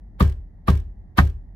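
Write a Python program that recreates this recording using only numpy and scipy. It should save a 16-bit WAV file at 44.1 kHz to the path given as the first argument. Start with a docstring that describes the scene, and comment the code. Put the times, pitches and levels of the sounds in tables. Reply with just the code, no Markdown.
"""Over a faint low rumble, three hollow, crunchy thumps sound close by in a quiet, closed car.
They are a hand tapping the plastic dashboard. Each tap makes the hollow dashboard boom and
crunches its loose trim, which rings and chatters on briefly while the cabin gives a short echo.
The last tap also makes a panel edge clack against its seat."""
import sys
import numpy as np
from scipy import signal
from scipy.fft import rfft, irfft
from scipy.io import wavfile

SR = 44100
rng = np.random.default_rng(int(sys.argv[2]) if len(sys.argv) > 2 else 0)


def digitize_waveform(pressure):
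    """Quantize a signal to 16-bit integers and store it at the path in sys.argv[1].

    Rows of a 2-D input are taken as channels; values are limited to [-1, 1].
    """
    field = np.atleast_2d(pressure).T
    bounded = np.clip(field, -1, 1)
    quanta = np.round(bounded * 32767).astype(np.int16)
    wavfile.write(sys.argv[1], SR, quanta)


N = 68355
TIME = np.arange(N) / SR

# The hand's taps: time_s, boom_db, trim_ring_db, contact_noise_db
HAND_TAPS = [(0.2067, 0, -12.5, -3), (.683, -0.5, -11, -3), (1.1824, 0.5, -13.5, 3.5)]
# Ticks of the loose trim after every tap: delay_s, level_db
TRIM_TICKS = [(0.02, -34.5), (0.045, -52), (0.071, -47), (.092, -46.5), (0.118, -52)]
# The panel edge hitting its seat: time_s, ring_db, crack_db
EDGE_CLACKS = [(1.187, -10.5, -16.5)]

# The tones each part rings with. A fade is the time taken to drop by 60 dB.
# Columns: pitch_hz, level_db, fade_s, left_minus_right_db
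TRIM_TONES = [(383.3, -24, .36, -6), (401.8, -19, 0.2, 5), (511, -10, 0.071, 2), (673, -8, 0.065, -3.5),
              (930, -9.5, 0.075, -4.5), (1126.7, -2.5, 0.067, -4.5), (1207.3, 2.5, 0.048, -2.5),
              (1785, -25.5, 0.26, -5), (1910, -18.5, 0.032, -3.5), (2380, -23, .06, -4.5)]
DASHBOARD_TONES = [(40.17, -22, 0.93, 0.8), (60.82, -20.5, 0.643, -1.5), (49.1, -22, 0.23, 2.6),
                   (71.94, -4, 0.33, 0.64), (78.1, -5, 0.177, 0.9), (87.75, -20.5, 0.4, 7),
                   (101.1, -17, 0.35, 2.5), (108.84, -19, 0.35, 1.2), (132.9, -14.5, 0.23, 0.9),
                   (163.7, -16.5, 0.2, 0.2), (191.9, -9, 0.104, 1.9), (261, -13, 0.09, -1),
                   (262, -7, 0.04, 2.5)]  # the hollow dashboard and the cabin air
EDGE_TONES = [(746.5, -5.5, .06, -5.5), (949, -3.5, 0.038, -5.5), (1088, -2, 0.046, -8.5),
              (1238, -5.5, 0.088, -2), (1586, -5, 0.042, -5), (1790, -4, 0.073, 1), (1912, -6, 0.066, -4.5),
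              (2623, -14, .06, -4)]

# The colour of each noise, or how strong it is from low to high: pitch_hz, relative_level_db
RUMBLE_COLOUR = [(15, -32), (25, -17), (38, -9), (52, 9.5), (65, -17), (85, -2), (135, -16), (180, -14),
                 (300, -24), (500, -34.5), (800, -33), (1100, -46.5), (1500, -52), (1900, -41.5),
                 (2500, -65.5), (6000, -67.5), (9000, -77.5), (13000, -70), (16000, -81.5)]
TOUCH_COLOUR = [(600, -3), (1500, 5), (4000, -6.5), (7500, -17.5), (10500, -4), (13500, -6.5),
                (16000, -13.5)]
CRUNCH_COLOUR = [(200, -19), (400, -3), (800, 0.5), (1300, 2.5), (2000, -6), (3000, -10.5), (4200, -13.5),
                 (7000, -27.5), (9000, -34), (13000, -21.5), (16000, -40)]
ECHO_COLOUR = [(200, 5), (400, 8.5), (800, -3.5), (1300, -5), (1900, -11), (2800, -13), (5000, -19.5),
               (8000, -25), (10000, -30), (13000, -25.5), (16000, -40.5)]
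CHATTER_COLOUR = [(500, -6.5), (2000, 6.5), (5000, -0.5), (8500, -3), (10000, -8.5), (13000, -5.5),
                  (16000, -15)]
CRACK_COLOUR = [(300, -8.5), (700, -7), (1600, 17), (2500, -15), (4000, -18.5), (6000, -12), (9000, -27.5),
                (16000, -33.5)]
# How alike the noise is on the left and right: pitch_hz, likeness (1 means the same)
STEREO_LIKENESS = [(100, .9), (200, 1), (450, .3), (1500, .2), (5000, .1)]

BOOM_DELAY_S = 0.0025  # the dashboard gives way after the trim
LEFT_LEAD_S = 0.0002  # the trim and panel edge ring earlier on the left
RIPPLE_SPACING_HZ, RIPPLE_DEPTH_DB = 55.19, 3  # the plastic's many small resonances


def gain(db):
    """Turn decibels into a number to multiply a sound by."""
    return 10 ** (np.asarray(db) / 20)


def look_up(table, hz):
    """Read between a table's rows, with every octave equally wide."""
    pitches, values = np.array(table, float).T
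    return np.interp(np.log(hz + 1), np.log(pitches), values)


def ripple(hz):
    """Random peaks and dips, in dB: plastic favours some pitches over others."""
    heights = rng.standard_normal(2000)
    return RIPPLE_DEPTH_DB * np.interp(hz / RIPPLE_SPACING_HZ, np.arange(len(heights)), heights)


def noise(colour, crackle_db=0, resonant=True):
    """Stereo noise of strength 1 in a given colour; uneven grain sizes make it crackle."""
    hz = np.fft.rfftfreq(N, 1 / SR)
    grains = rng.standard_normal((2, N)) * gain(crackle_db * rng.standard_normal(N))
    shared, side = rfft(grains)
    alike = look_up(STEREO_LIKENESS, hz)
    pair = shared * np.sqrt(1 + alike) + np.array([[1], [-1]]) * side * np.sqrt(1 - alike)
    colour_db = look_up(colour, hz) + resonant * ripple(hz)
    sound = irfft(pair * gain(colour_db), N)
    return sound / sound.std()


def burst(peak_s, rise_s, fade_s):
    """A loudness curve that climbs 60 dB in rise_s, then drops 60 dB in fade_s."""
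    return np.exp(-np.log(1000) * np.maximum((peak_s - TIME) / rise_s, (TIME - peak_s) / fade_s))


def ring(tones, start_s, push_s, left_lead_s=LEFT_LEAD_S):
    """A struck part rings with fading tones; a longer push gives a softer start."""
    sides = np.array([[0.5], [-0.5]])  # left, right
    age = np.maximum(TIME - start_s + sides * left_lead_s, 0)
    sound = 0
    for row, (hz, db, fade_s, pan_db) in enumerate(tones):
        swing = (-1) ** row * np.sin(2 * np.pi * hz * age)  # every other tone swings the opposite way
        fade = np.exp(-np.log(1000) * age / fade_s)
        sound += gain(db + sides * pan_db) * swing * fade
    return sound * (1 - np.exp(-age / push_s))


def cabin_rumble():
    """A faint, steady low rumble lies under everything."""
    return gain(-42.5) * noise(RUMBLE_COLOUR, resonant=False)


def finger_touch():
    """The fingers meet the plastic just before the hand lands."""
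    touches = sum(gain(db) * burst(at - 0.0085, rise_s=0.003, fade_s=0.096) for at, _, _, db in HAND_TAPS)
    return gain(-35.5) * touches * noise(TOUCH_COLOUR, crackle_db=3.5)


def loose_trim():
    """The loose plastic crunches under the hand, snaps against its seat and rings."""
    press = snap = rings = 0
    for at, _, ring_db, contact_db in HAND_TAPS:
        press += gain(contact_db - 22.5) * burst(at, rise_s=0.03, fade_s=0.1)
        snap += gain(contact_db - 21) * burst(at, rise_s=0.002, fade_s=0.012)
        rings += gain(ring_db) * ring(TRIM_TONES, at - 0.004174, push_s=0.004)
    return (press + snap) * noise(CRUNCH_COLOUR, crackle_db=3) + rings


def dashboard_boom():
    """Each tap sets the hollow dashboard and the cabin air swinging with a deep boom."""
    return sum(gain(db) * ring(DASHBOARD_TONES, at + BOOM_DELAY_S, push_s=0.00027, left_lead_s=0.00005)
               for at, db, _, _ in HAND_TAPS)


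def cabin_echo():
    """Each tap lingers in the cabin as a short wash of noise."""
    echoes = sum(burst(at + BOOM_DELAY_S, rise_s=0.027, fade_s=0.27) for at, *_ in HAND_TAPS)
    return gain(-26.5) * echoes * noise(ECHO_COLOUR)


def trim_chatter():
    """The trim ticks faintly while the dashboard still swings."""
    ticks = sum(gain(db) * burst(at + delay_s, rise_s=0.014, fade_s=0.025)
                for at, *_ in HAND_TAPS for delay_s, db in TRIM_TICKS)
    return ticks * noise(CHATTER_COLOUR, crackle_db=3)


def panel_clack():
    """The panel edge hits its seat with a short crack and a hard ring."""
    sound = 0
    for at, ring_db, crack_db in EDGE_CLACKS:
        crack = burst(at, rise_s=0.0056, fade_s=0.05) * noise(CRACK_COLOUR, resonant=False)
        sound += gain(crack_db) * crack + gain(ring_db) * ring(EDGE_TONES, at, push_s=0.0004)
    return sound


def scene():
    """Add all the sounds together."""
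    return (cabin_rumble() + finger_touch() + loose_trim() + dashboard_boom()
            + cabin_echo() + trim_chatter() + panel_clack())


def record(dry):
    """Cut away the very highest treble."""
    top_hz = 15900
    return signal.sosfilt(signal.ellip(8, 0.2, 70, top_hz, fs=SR, output="sos"), dry)


dry = scene()
out = record(dry)
digitize_waveform(out)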